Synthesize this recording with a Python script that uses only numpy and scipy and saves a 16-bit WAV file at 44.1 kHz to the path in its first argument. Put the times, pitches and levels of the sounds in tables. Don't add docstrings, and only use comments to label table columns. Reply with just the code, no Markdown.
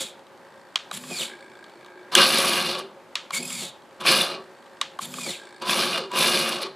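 import sys
import numpy as np
from scipy import signal
from scipy.fft import rfft, irfft, next_fast_len
from scipy.io import wavfile
from scipy.ndimage import uniform_filter1d

SR = 44100
rng = np.random.default_rng(int(sys.argv[2]) if len(sys.argv) > 2 else 0)


def materialize(psi):
    bounded = np.clip(np.atleast_2d(psi).T, -1, 1)
    quanta = np.round(bounded * 32767).astype(np.int16)
    wavfile.write(sys.argv[1], SR, quanta)


def voltage_ratio(decibels):
    exponent = np.asarray(decibels, float) / 20
    return 10 ** exponent


N = 297763

# time_s, level_db
DRIVE_BURSTS = [
    [(2.11, -63.5), (2.118, -30), (2.152, -33), (2.174, -14.5), (2.27, -23), (2.544, -25), (2.712, -31),
     (2.77, -36), (2.95, -98)],
    [(3.99, -71), (4.004, -32), (4.032, -41), (4.072, -19.5), (4.158, -22.5), (4.236, -27), (4.344, -38.5),
     (4.42, -74)],
    [(5.6, -63), (5.622, -30), (5.634, -41.5), (5.698, -25), (5.84, -26.5), (5.97, -32.5), (6.06, -46.5),
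     (6.09, -99)],
    [(6.1, -49), (6.122, -39), (6.17, -25), (6.258, -23), (6.55, -30), (6.592, -37), (6.666, -39),
     (6.75, -98)],
]
# start_s, length_s, level_db
CHOPPER = [(2.122, .028, -33), (4.008, .002, -40), (4.08, .04, -36), (5.625, .11, -35), (6.115, .14, -33)]
# start_s, length_s, level_db
COAST = [
    (2.71, .12, -45),
    (4.24, .12, -43),
    (5.93, .1, -38),
    (6.575, .07, -38.5),
]
# start_s, length_s, level_db
BACKLASH = [
    (2.79, 0.0024, -30),
    (5.98, 0.0029, -28.5),
    (6.62, 0.012, -30.5),
]
# freq_hz, width_hz, boost_db
GEARBOX = [(1143, 117, 8.9), (1625, 99, 14.6), (2415, 226, 8.8), (2878, 90, 6.2), (3510, 130, 5.6),
           (4670, 910, 4.9), (7970, 340, 3.7), (10050, 850, 5.6), (12100, 450, 10.7)]
# freq_hz, width_hz, boost_db
COVER_PEAKS = [(953, 39, 7), (1166, 12, 4.5), (2834, 23, 8), (3110, 57, 6.5), (4080, 100, 2)]
# freq_hz, width_hz, boost_db
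CHASSIS = [(154.7, 33, 12.5), (228, 14, 5), (365, 10, 10.5), (543, 10, 8.5), (721, 20, 6)]
# freq_hz, density_db
RATTLE = [(470, -25), (800, -9), (1170, -3), (1290, -4.5), (1640, -10), (2040, -4), (2420, -3.5), (4100, 2),
          (7000, -13.5), (9100, -12.5), (15400, -120)]
HISS = [(3240, -12), (5500, 0), (7550, -8), (10100, -2), (12400, -13.5), (13400, -21), (15100, -10.5),
        (16000, -56)]
RUMBLE = [(35, -69.5), (60, -39.5), (216, 0.5), (292, -3), (364, 4), (423, -3), (533, 3), (950, -7.5),
          (1240, -61), (2090, -120)]
FREEWHEEL = [(300, -42), (500, -11.5), (900, -6.5), (1500, -8), (2200, -32), (4000, -73.5)]
# time_s, peak_db
BLOWS = [(2.172, -18), (2.184, -13), (2.198, -17), (2.233, -17), (2.256, -12), (2.304, -17), (2.338, -16),
         (4.072, -9.5), (4.086, -8), (4.097, -23), (4.106, -19), (4.124, -8), (4.153, -14), (4.172, -21),
         (4.211, -12), (6.182, -21), (6.208, -13), (6.222, -12), (6.246, -13), (6.301, -26), (6.354, -21)]
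# freq_hz, level_db, t60_s
COVER_MODES = [(2720, 0.5, 0.027), (2880, -3.5, .025), (3504, 1.5, 0.039), (3880, -6, .025),
               (4370, -10.5, .02)]

# time_s, level_db
SERVO_STROKES = [
    [(0.0, -10.5), (0.042, -34.5), (0.09, -41.5), (0.16, -75)],
    [(0.92, -25), (0.95, -29.5), (0.98, -40), (1.004, -44), (1.078, -38.5), (1.114, -33), (1.216, -26),
     (1.244, -29.5), (1.36, -63)],
    [(3.315, -39), (3.338, -20.5), (3.379, -22), (3.397, -38), (3.499, -31), (3.635, -28), (3.691, -39.5),
     (3.76, -87)],
    [(4.996, -38), (5.03, -28.5), (5.06, -41), (5.084, -44), (5.194, -30.5), (5.244, -31.5), (5.306, -28),
     (5.382, -45), (5.46, -64)],
]
# start_s, braking_s, braking_power, throb_peak_s, throb_depth (0-1)
SHAFT_STROKES = [
    (-.33, .345, 5, .01, .5),
    (.92, .286, 7.5, 1.14, .3),
    (3.33, .33, 4.3, 3.455, 1),
    (5.0, .316, 6, 5.238, .7),
]
# start_s, length_s, level_db
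JOLTS = [(0, .005, -25), (1.108, .008, -35), (1.2, .02, -37), (3.397, .01, -30), (3.62, .015, -38),
         (5.185, .01, -37), (5.265, .03, -32)]
# start_s, length_s, level_db
WHINES = [
    (1.115, .04, -39),
    (3.42, .07, -40.5),
    (3.5, .08, -43.5),
    (5.222, .06, -35.5),
]
OVERTONE_WHINES = [
    (1.14, .01, -46),
    (3.42, .07, -39),
    (3.5, .07, -42),
    (5.2, .08, -60),
]
SWEEPS = [
    (1.16, .03, -50),
    (1.2, 0.02, -37.5),
    (3.35, .03, -42),
    (5.28, 0.032, -46),
]
# start_s, length_s, level_db
BRUSHES = [
    (.97, .04, -64),
    (3.4, .2, -60),
    (5.05, .04, -62),
]
# start_s, length_s, extra_db
SPEED_RASP = [(0, .02, -5), (.93, .03, 1), (1.15, 0.084, 10.5), (3.33, .05, -2), (3.6, 0.056, 2.5),
              (5.01, .03, -2), (5.25, 0.11, 11.5)]
# start_s, length_s, level_db
SING = [
    (1.2, .045, -45),
    (3.336, .048, -31),
    (3.52, .08, -46),
    (5.285, .045, -42),
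]
# start_s, length_s, level_db
GROAN = [
    (0, 0.046, -38),
    (1.215, 0.038, -38),
    (3.61, .06, -40.5),
    (5.3, 0.047, -42.5),
]
# after_start_s, length_s, level_db
SCUFFS = [(0.023, .002, -45), (0.03, 0.0034, -43), (0.038, 0.0024, -48), (0.04, 0.0015, -53),
          (.058, .006, -43.5), (0.065, 0.0029, -34)]
SCUFF_STARTS_S = (.908, 4.989)
# mesh overtones, commutator slots; then level_db of each
OVERTONES = (20, 30, 40)
SLOTS = (39, 42, 45, 47, 51, 54, 57, 60)
OVERTONE_DB = (-2, 4, -2)
SLOT_DB = (-2, 0, -3, -1, -2, -6, -5, -10)
# freq_hz, density_db
GRIND = [(530, -65), (900, 0), (1810, -3.5), (2360, 0), (2730, -1.5), (4200, 0.5), (6030, -2.5),
         (7310, 5.5), (14400, -13), (16000, -7)]
SCUFF = [(2000, -5), (3400, 3), (5500, -18), (7500, -4.5), (9500, -12), (11000, 2.5), (12600, -11),
         (14000, -25)]
THRUM = [(50, -37), (100, -18), (150, 3), (200, 2.5), (300, -24), (600, -70)]
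# freq_hz, width_hz, boost_db
SERVO_CASE = [(2240, 40, 5.5), (3350, 590, 6.9), (4470, 150, 4.3), (7200, 600, 2.6), (9200, 880, 1.4),
              (10550, 1000, 4)]

# time_s, buzz_db, strain_db, tick_db
HOLD = [(0, -64, -74, -70), (.36, -69, -62, -80), (.45, -57, -71, -66.5), (.9, -58.5, -68, -69),
        (1.3, -59, -45, -60), (1.65, -84, -51.5, -65.5), (2.1, -57, -51, -73), (2.9, -86, -61.5, -75),
        (3.9, -64, -66, -70), (4.4, -58.5, -84, -66), (5.0, -59, -71, -67), (5.4, -72, -49, -57.5),
        (6.75, -59, -59, -71)]
# freq_hz, level_db, t60_s
BUZZ = [(900, -7, .04), (1590, 1, .05), (1740, 0, .045), (1880, .5, .05), (3600, -12, .012),
        (4500, -14, .012)]
STRAIN = [(366, -2, .1), (900, -7, .02), (1620, -1, .035), (2280, -6, .026), (3500, -9, .01),
          (4500, -11, .008)]
SPARK = [(3550, -3, .006), (4450, -1.5, .007), (5300, -6, .005), (7200, -6, .005), (8100, -4, .005),
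         (9300, -8, .004)]

# time_s, peak_db, knock_db (near 1 kHz), tick_db (above 6 kHz)
CLICKS = [
    (0.757, -4.5, -20, -24.5),
    (0.9124, -20, -19, -28.5),
    (1.102, -32, -36.5, -50),
    (3.1541, -3.5, -24, -24),
    (3.306, -19.5, -22, -33),
    (4.813, -5, -21.5, -22.5),
    (4.989, -23, -17, -36),
    (5.183, -41, -29, -42),
    (5.264, -32, -33.5, -45),
]
# time_s, peak_db, knock_db, tick_db
DOGS = [(1.038, -25, -40, -50), (3.5035, -20, -38, -31), (5.1393, -20, -34, -29), (2.1205, -18, -26, -43),
        (2.1415, -26, -25, -55), (2.1513, 8.5, -35, -2.5), (2.4237, -20, -36, -30), (2.4746, -21, -34, -31),
        (2.6018, -14, -36, -28), (2.7877, -34, -46, -50), (4.0067, -33.5, -45.5, -38.5),
        (4.0528, -17, -16, -48), (4.0708, -16, -22, -45), (5.62, -32, -35, -36.5), (5.6698, -21, -23, -43),
        (5.6942, -7, -20, -37), (5.9776, -28, -21, -45), (6.116, -24, -26, -32.5), (6.1337, -25, -29, -46),
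        (6.1592, -11, -18, -38)]
# time_s, peak_db
CREAKS = [(0.192, -46), (0.267, -44), (0.3745, -46), (1.6405, -37), (1.695, -43), (1.8456, -41),
          (1.8612, -39), (3.765, -49), (3.8194, -46), (3.908, -47), (4.5794, -52), (4.6244, -46),
          (4.6633, -46), (4.7696, -46)]
# freq_hz, level_db, t60_s
SNAP = [(1900, -15, 0.013), (2500, -9, 0.012), (2950, -6, 0.012), (3230, -3.5, 0.017), (3840, -1.5, .013),
        (4060, -6, 0.012), (4460, -8, .012), (4970, -12, 0.0098), (5570, -13, .007)]
CLUTCH = [(1586, -12, 0.025), (2520, -6, 0.018), (3080, 0, 0.0071), (3370, -3, 0.015), (4770, -13, 0.0094),
          (5260, -11, 0.0098), (5518, -26, .01)]
KNOCK = [(730, -8, 0.0088), (1055, -2.5, 0.015), (1148, 1, 0.015), (1340, -9.5, 0.015),
         (1420, -11.5, 0.016)]
TICK = [(6140, -3, 0.0042), (6970, 0, 0.0051), (8060, 0.5, 0.007), (8360, -4, 0.0075), (9300, -6.5, 0.0078),
        (11100, -5, 0.0027), (12830, -13, 0.0088), (14000, -21, .006)]
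CRACK = [(1110, -8.5, 0.0037), (3220, 0, 0.0018), (6860, -3, 0.0007)]

# freq_hz, level_db, t60_s
ROOM = [(564, -12.5, 0.43), (1520, -10.5, 0.2), (3190, -12, 0.32), (6900, -16.5, 0.27), (12000, -29, 0.078)]
# freq_hz, density_db
AIR = [(15, -68), (25, -41), (157, -9.5), (301, -7.5), (427, -5.5), (503, -6), (545, -1.5), (714, -8),
       (840, -2), (1100, -7), (1560, -12), (5000, -26.5), (10100, -33.5), (16000, -41)]
AIR_SIDE = [(15, -46), (25, -25), (231, -5.5), (425, -8), (632, -12), (2940, -23), (4480, -25), (5540, -29),
            (14000, -44)]
# freq_hz, level_db
SIDE_LEVEL = [(60, -35.5), (300, -65), (1000, -61.5), (2000, -30), (3800, -26), (4600, -17), (5500, -25.5),
              (11500, -26.5), (12300, -14), (13000, -15), (15000, -32)]

CHOPPER_HZ, COAST_FROM_HZ, COAST_TO_HZ, COAST_LINGERS_S = 1007, 780, 380, .03
CRUISE_DB = -25
HISS_DB, HISS_FOLLOWS, HISS_TOP_DB = -31, 1.92, -28.5
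RUMBLE_UNDER_DB, IDLE_RUMBLE_DB, IDLE_FOLLOWS = -8.5, -43.5, .15
FREEWHEEL_DB, FREEWHEEL_FOLLOWS = -35.5, .37
SPIN_UP_S, SPIN_UP_SHARE, BRAKE_HZ, TOP_HZ, CRAWL_HZ = .034, .45, 78, 256, 120
TEETH, GEAR_RATIO, SING_HZ, GROAN_HZ, GROAN_WIDTH_HZ = 10, 6.2, 2216, 3600, 490
STROKE_DB = -26
RASP_DB, RASP_FOLLOWS, SHAKE_DB, SHAKE_FOLLOWS = -48, .91, -48, .6
WHINE_RISE_DB_S, WHINE_FALL_DB_S, WHINE_FLOOR_DB = 330, 350, -68
HUM_DB, HUM_JOLT_DB, HUM_WAVER_DB, THRUM_DB = -48.5, -13, 1.8, -49.5
PULSE_HZ, PULSE_LAG_CYCLES, STRAIN_LAG_CYCLES = 54.627, .5, .33
CREAK_SNAP_DB, CREAK_KNOCK_DB, CREAK_TICK_DB = 2.5, -6, -11
AIR_DB, MIC_LOW_HZ, MIC_HIGH_HZ = -49.5, 100, 15900
DROPOUT_S, DROPOUT_RECOVER_S = .781, .007


def drive_motor():
    gate, effort_db = in_bursts(DRIVE_BURSTS)
    rattle = np.maximum(voltage_ratio(effort_db), held(BACKLASH, 500, 592))
    swing_db = 20 * np.log10(rattle) - CRUISE_DB
    hiss = voltage_ratio(np.minimum(HISS_DB + HISS_FOLLOWS * swing_db, HISS_TOP_DB))
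    rumble = voltage_ratio(effort_db + RUMBLE_UNDER_DB) + voltage_ratio(IDLE_RUMBLE_DB + IDLE_FOLLOWS * swing_db)
    freewheel = voltage_ratio(FREEWHEEL_DB + FREEWHEEL_FOLLOWS * swing_db)
    uneven = gate * voltage_ratio(.8 * drift(30))

    teeth = contacts(4000, 2.1, 1.5, 120)
    out = played(teeth, uneven * rattle, RATTLE, GEARBOX[:6] + COVER_PEAKS, patchy_db=2.5)
    out += played(contacts(1500, .6, 1, 27.7), uneven * rumble, RUMBLE, CHASSIS)
    out += played(contacts(7000, 1, 2.5, 170), uneven * hiss, HISS, GEARBOX[6:])
    out += played(contacts(1200, 2.3, .69, 40), gate * freewheel, FREEWHEEL, GEARBOX[:1])

    chop = held(CHOPPER, 900, 200) * voltage_ratio(2.5 * drift(35))
    out += gate * chop * sine(CHOPPER_HZ * (1 + .012 * drift(40)))

    glide = []
    for s, length, _ in COAST:
        glide += [(s, COAST_FROM_HZ), (s + length, COAST_TO_HZ), (s + 2 * length, COAST_TO_HZ)]
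    mesh_hz, = in_time(glide)
    mesh = held([(s, length + COAST_LINGERS_S, db) for s, length, db in COAST], 1000, 400)
    return out + mesh * voltage_ratio(3 * drift(35)) * sine(mesh_hz * (1 + .045 * drift(50)))


def tooth_blows():
    s, db = np.transpose(BLOWS)
    after, out = np.arange(200), 0
    scrape = rng.standard_normal((len(s), len(after))) * np.exp(-after / SR / .0012)
    strengths_db = rng.normal(0, 3, (len(s), len(COVER_MODES)))
    for k, mode in enumerate(COVER_MODES):
        blows = np.zeros(N)
        blows[(s[:, None] * SR).astype(int) + after] = voltage_ratio(db + strengths_db[:, k] - 24)[:, None] * scrape
        out = out + ring(blows, [mode])
    return out


def servo():
    gate, grind_db = in_bursts(SERVO_STROKES)
    swing_db = grind_db - STROKE_DB
    turns_hz, throb = shaft()
    running = np.clip((turns_hz - CRAWL_HZ) / BRAKE_HZ, 0, 1)
    jolts = held(JOLTS, 1500, 600)

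    shaky_hz = turns_hz * (1 + .0107 * drift(136))
    loaded = voltage_ratio(WHINE_FLOOR_DB) + held(WHINES, WHINE_RISE_DB_S, WHINE_FALL_DB_S)
    bright = voltage_ratio(WHINE_FLOOR_DB) + held(OVERTONE_WHINES, WHINE_RISE_DB_S, WHINE_FALL_DB_S)
    whine = loaded * (.06 + throb) * (1 + .45 * drift(90)) * sine(TEETH * shaky_hz)
    overtones = sum(voltage_ratio(db + 3.5 * drift(25)) * sine(k * shaky_hz) for k, db in zip(OVERTONES, OVERTONE_DB))
    whine += bright * throb * overtones

    smeared = [(17, -10), (20, .5), (23, -11), (30, -10), (44, -16)]
    rasp = sum(voltage_ratio(db) * drift(110) * sine(k * turns_hz) for k, db in smeared)
    rasp *= voltage_ratio(RASP_DB + RASP_FOLLOWS * swing_db) * np.maximum(held(SPEED_RASP, 400, 400), 1)

    wavering_hz = turns_hz * (1 + .003 * drift(60))
    brush = sum(voltage_ratio(db + 4 * drift(40)) * sine(k * wavering_hz) for k, db in zip(SLOTS, SLOT_DB))
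    brush *= held(BRUSHES, 300, 50)
    hum = (voltage_ratio(HUM_DB) + voltage_ratio(HUM_JOLT_DB) * jolts) * voltage_ratio(HUM_WAVER_DB * drift(60)) * sine(turns_hz)
    out = gate * (running * (hum + brush + whine) + rasp)

    out += held(SING, 1500, 700) * voltage_ratio(-3) * drift(80) * sine(SING_HZ)
    out += held(GROAN, 250, 270) * drift(GROAN_WIDTH_HZ) * sine(GROAN_HZ)
    out += held(SWEEPS, 500, 700) * (1 + .6 * drift(90)) * sine(OVERTONES[0] * shaky_hz)

    teeth = contacts(9000, 2.1, .8, 80)
    out += played(teeth, gate * voltage_ratio(grind_db - 6) * (.98 + .13 * throb), GRIND, SERVO_CASE)
    scuffs = [(start + s, length, db) for start in SCUFF_STARTS_S for s, length, db in SCUFFS]
    out += played(teeth, held(scuffs, 5000, 5000), SCUFF, ())

    shake = voltage_ratio(SHAKE_DB + SHAKE_FOLLOWS * swing_db) + voltage_ratio(-1) * jolts
    out += played(contacts(800, 3, 1.5, 25), gate * voltage_ratio(-3) * shake, RUMBLE, CHASSIS)
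    return out + played(rng.standard_normal(N), gate * running * voltage_ratio(THRUM_DB), THRUM, ())


def shaft():
    rows, t = np.array(SHAFT_STROKES), np.arange(N) / SR
    start, brake, power, peak_s, depth = rows[np.searchsorted(rows[:, 0], t) - 1].T
    age = t - start
    turns_hz = TOP_HZ * (1 - SPIN_UP_SHARE * np.exp(-age / SPIN_UP_S)) - BRAKE_HZ * (age / brake) ** power
    turns_hz = uniform_filter1d(np.maximum(turns_hz, CRAWL_HZ), size=1200)
    next_gear = np.cumsum(turns_hz / GEAR_RATIO) / SR
    from_peak = next_gear - next_gear[(peak_s * SR).astype(int)]
    return turns_hz, .6 * (1 - depth) + depth * np.cos(np.pi * from_peak) ** 6


def servo_hold():
    buzz_db, strain_db, spark_db = in_time(HOLD)
    cycle = np.arange(N + 1) * PULSE_HZ / SR + 1 - PULSE_LAG_CYCLES
    pulses = np.diff(np.floor(cycle))
    late = cycle[:-1] - STRAIN_LAG_CYCLES
    force = voltage_ratio(rng.uniform(-3, 3, (int(cycle[-1]) + 1, 2)))
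    scuffs = force[late.astype(int), 0] * np.exp(-4.5 * (late % 1)) * rng.standard_normal(N)
    nudge = np.where(strain_db > buzz_db, late, cycle[:-1])
    ticks = force[nudge.astype(int), 1] * np.exp(-3.8 * (nudge % 1)) * rng.standard_normal(N)
    out = voltage_ratio(buzz_db) * rms_one(ring(pulses, BUZZ))
    out += voltage_ratio(strain_db) * rms_one(ring(scuffs, STRAIN))
    out += voltage_ratio(spark_db) * rms_one(ring(ticks, SPARK))
    return signal.sosfilt(signal.butter(2, 250, "high", fs=SR, output="sos"), out)


def clicks(table, snap):
    out, rows, after = 0, np.array(table), np.arange(220)
    chatter = rng.standard_normal((len(rows), len(after))) * np.exp(-after / SR / .00098)
    contact = .17 * chatter + .22 * (after == 0) + .6 * (after == 58) + .16 * (after == 135)
    at = (rows[:, :1] * SR).astype(int) + after
    for column, modes, trim_db in [(1, snap, -6), (2, KNOCK, 5.5), (3, TICK, 0)]:
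        blows = np.zeros(N)
        blows[at] = voltage_ratio(rows[:, column, None] + trim_db) * contact
        out = out + ring(blows, modes)
    crack = np.zeros(N)
    crack[at[:, 0]] = voltage_ratio(rows[:, 1] + .5)
    band = signal.butter(4, [750, 14500], "band", fs=SR, output="sos")
    return signal.sosfilt(band, [out, ring(crack, CRACK)])


def room(x):
    t, tails = np.arange(SR // 2) / SR, 0
    for hz, level_db, t60 in ROOM:
        band = signal.butter(2, [hz / 1.6, min(hz * 1.5, .45 * SR)], "band", fs=SR, output="sos")
        noise = signal.sosfilt(band, rng.standard_normal((2, len(t))))
        tails = tails + noise * voltage_ratio(level_db - 60 * t / t60)
    tails = tails * np.clip(t / .00077, 0, 1) * voltage_ratio(-22.5)
    return signal.fftconvolve(x[None], tails, axes=1)[:, :N]


def room_air():
    air = rms_one(colour(contacts(40000, .102, .79, 9.1), AIR, CHASSIS[1:4]))
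    side = rms_one(colour(rng.standard_normal(N), AIR_SIDE))
    return voltage_ratio(AIR_DB) * air, voltage_ratio(AIR_DB - 14) * side


def contacts(per_s, spread_db, lumps_db, lumps_per_s):
    sizes = voltage_ratio(spread_db * np.minimum(rng.exponential(1, N), 5)) * rng.choice([-1, 1], N)
    return rms_one(sizes * (rng.random(N) < per_s / SR)) * voltage_ratio(lumps_db * drift(lumps_per_s))


def played(excitation, envelope, spectrum, peaks, patchy_db=0):
    shaped = colour(excitation * envelope, spectrum, peaks, patchy_db)
    return shaped / np.std(colour(excitation, spectrum, peaks))


def colour(x, spectrum, peaks=(), patchy_db=0):
    size = next_fast_len(N, True)
    hz = np.maximum(np.fft.rfftfreq(size, 1 / SR), 1)
    points = np.array(spectrum)
    gain = voltage_ratio(np.interp(np.log(hz), np.log(points[:, 0]), points[:, 1]))
    y = irfft(rfft(x, size) * gain, size)[:N]
    for peak_hz, width_hz, boost_db in peaks:
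        r, w = np.exp(-np.pi * width_hz / SR), 2 * np.pi * peak_hz / SR
        tone = signal.lfilter([1 - r * r, 0, r * r - 1], [2, -4 * r * np.cos(w), 2 * r * r], y)
        wander_db = patchy_db * drift(18.4) if patchy_db else 0
        y = y + (voltage_ratio(boost_db + wander_db) - 1) * tone
    return y


def ring(strikes, modes):
    out = 0
    for k, (hz, level_db, t60) in enumerate(modes):
        r, w = voltage_ratio(-60 / (t60 * SR)), 2 * np.pi * hz / SR
        push = (-1) ** k * voltage_ratio(level_db) * np.sin(w)
        out = out + signal.lfilter([0, push], [1, -2 * r * np.cos(w), r * r], strikes + 1e-18)
    return out


def sine(hz):
    return np.sqrt(2) * np.sin(2 * np.pi * np.cumsum(hz * np.ones(N)) / SR)


def drift(rate_hz):
    r = np.exp(-16 * np.pi * rate_hz / SR)
    slow = signal.lfilter([1], [1, -2 * r, r * r], rng.standard_normal(N // 8 + 3002))[3000:]
    return np.interp(np.arange(N) / 8, np.arange(len(slow)), rms_one(slow))


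def held(rows, rise_db_s, fall_db_s):
    t, levels_db = np.arange(N) / SR, []
    for s, length, db in rows:
        rise_db = rise_db_s * np.maximum(s - t, 0)
        fall_db = fall_db_s * np.maximum(t - s - length, 0)
        levels_db.append(db - rise_db - fall_db)
    return voltage_ratio(np.max(levels_db, axis=0))


def in_time(rows):
    s, *columns = np.transpose(rows)
    return [np.interp(np.arange(N) / SR, s, c) for c in columns]


def in_bursts(bursts):
    t = np.arange(N) / SR
    gate = sum(np.clip(np.minimum(t - b[0][0] + .001, b[-1][0] + .03 - t) / .03, 0, 1) for b in bursts)
    return gate, *in_time(np.concatenate(bursts))


def rms_one(x):
    return x / np.sqrt(np.mean(x ** 2) + 1e-20)


def scene():
    machine = drive_motor() + tooth_blows() + servo() + servo_hold()
    creaks = [(s, db + CREAK_SNAP_DB, db + CREAK_KNOCK_DB, db + CREAK_TICK_DB) for s, db in CREAKS]
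    snaps, crack = clicks(CLICKS + creaks, SNAP) + clicks(DOGS, CLUTCH)
    wet, wet_side = room(voltage_ratio(-3) * machine + crack)
    air, air_side = room_air()
    low_cut = signal.butter(3, MIC_LOW_HZ, "high", fs=SR, output="sos")
    mid = signal.sosfilt(low_cut, machine + snaps + wet) + air
    direct_side = colour(np.roll(machine + snaps, shift=160), SIDE_LEVEL)
    side = voltage_ratio(-5) * direct_side + voltage_ratio(-44) * wet_side + air_side
    return np.array([mid + side, mid - side])


def low_pass(x):
    return signal.sosfilt(signal.butter(12, 16500, fs=SR, output="sos"), x)


def record(dry):
    since = np.arange(N) / SR - DROPOUT_S
    dry = dry * np.where(since < 0, 1, np.clip(since / DROPOUT_RECOVER_S, 0, 1) ** 2)
    top_cut = signal.cheby2(10, 50, MIC_HIGH_HZ * 1.012, fs=SR, output="sos")
    mix = signal.sosfilt(top_cut, np.clip(dry, -.78, .78))
    return low_pass(mix)


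dry = scene()
out = record(dry)
materialize(out)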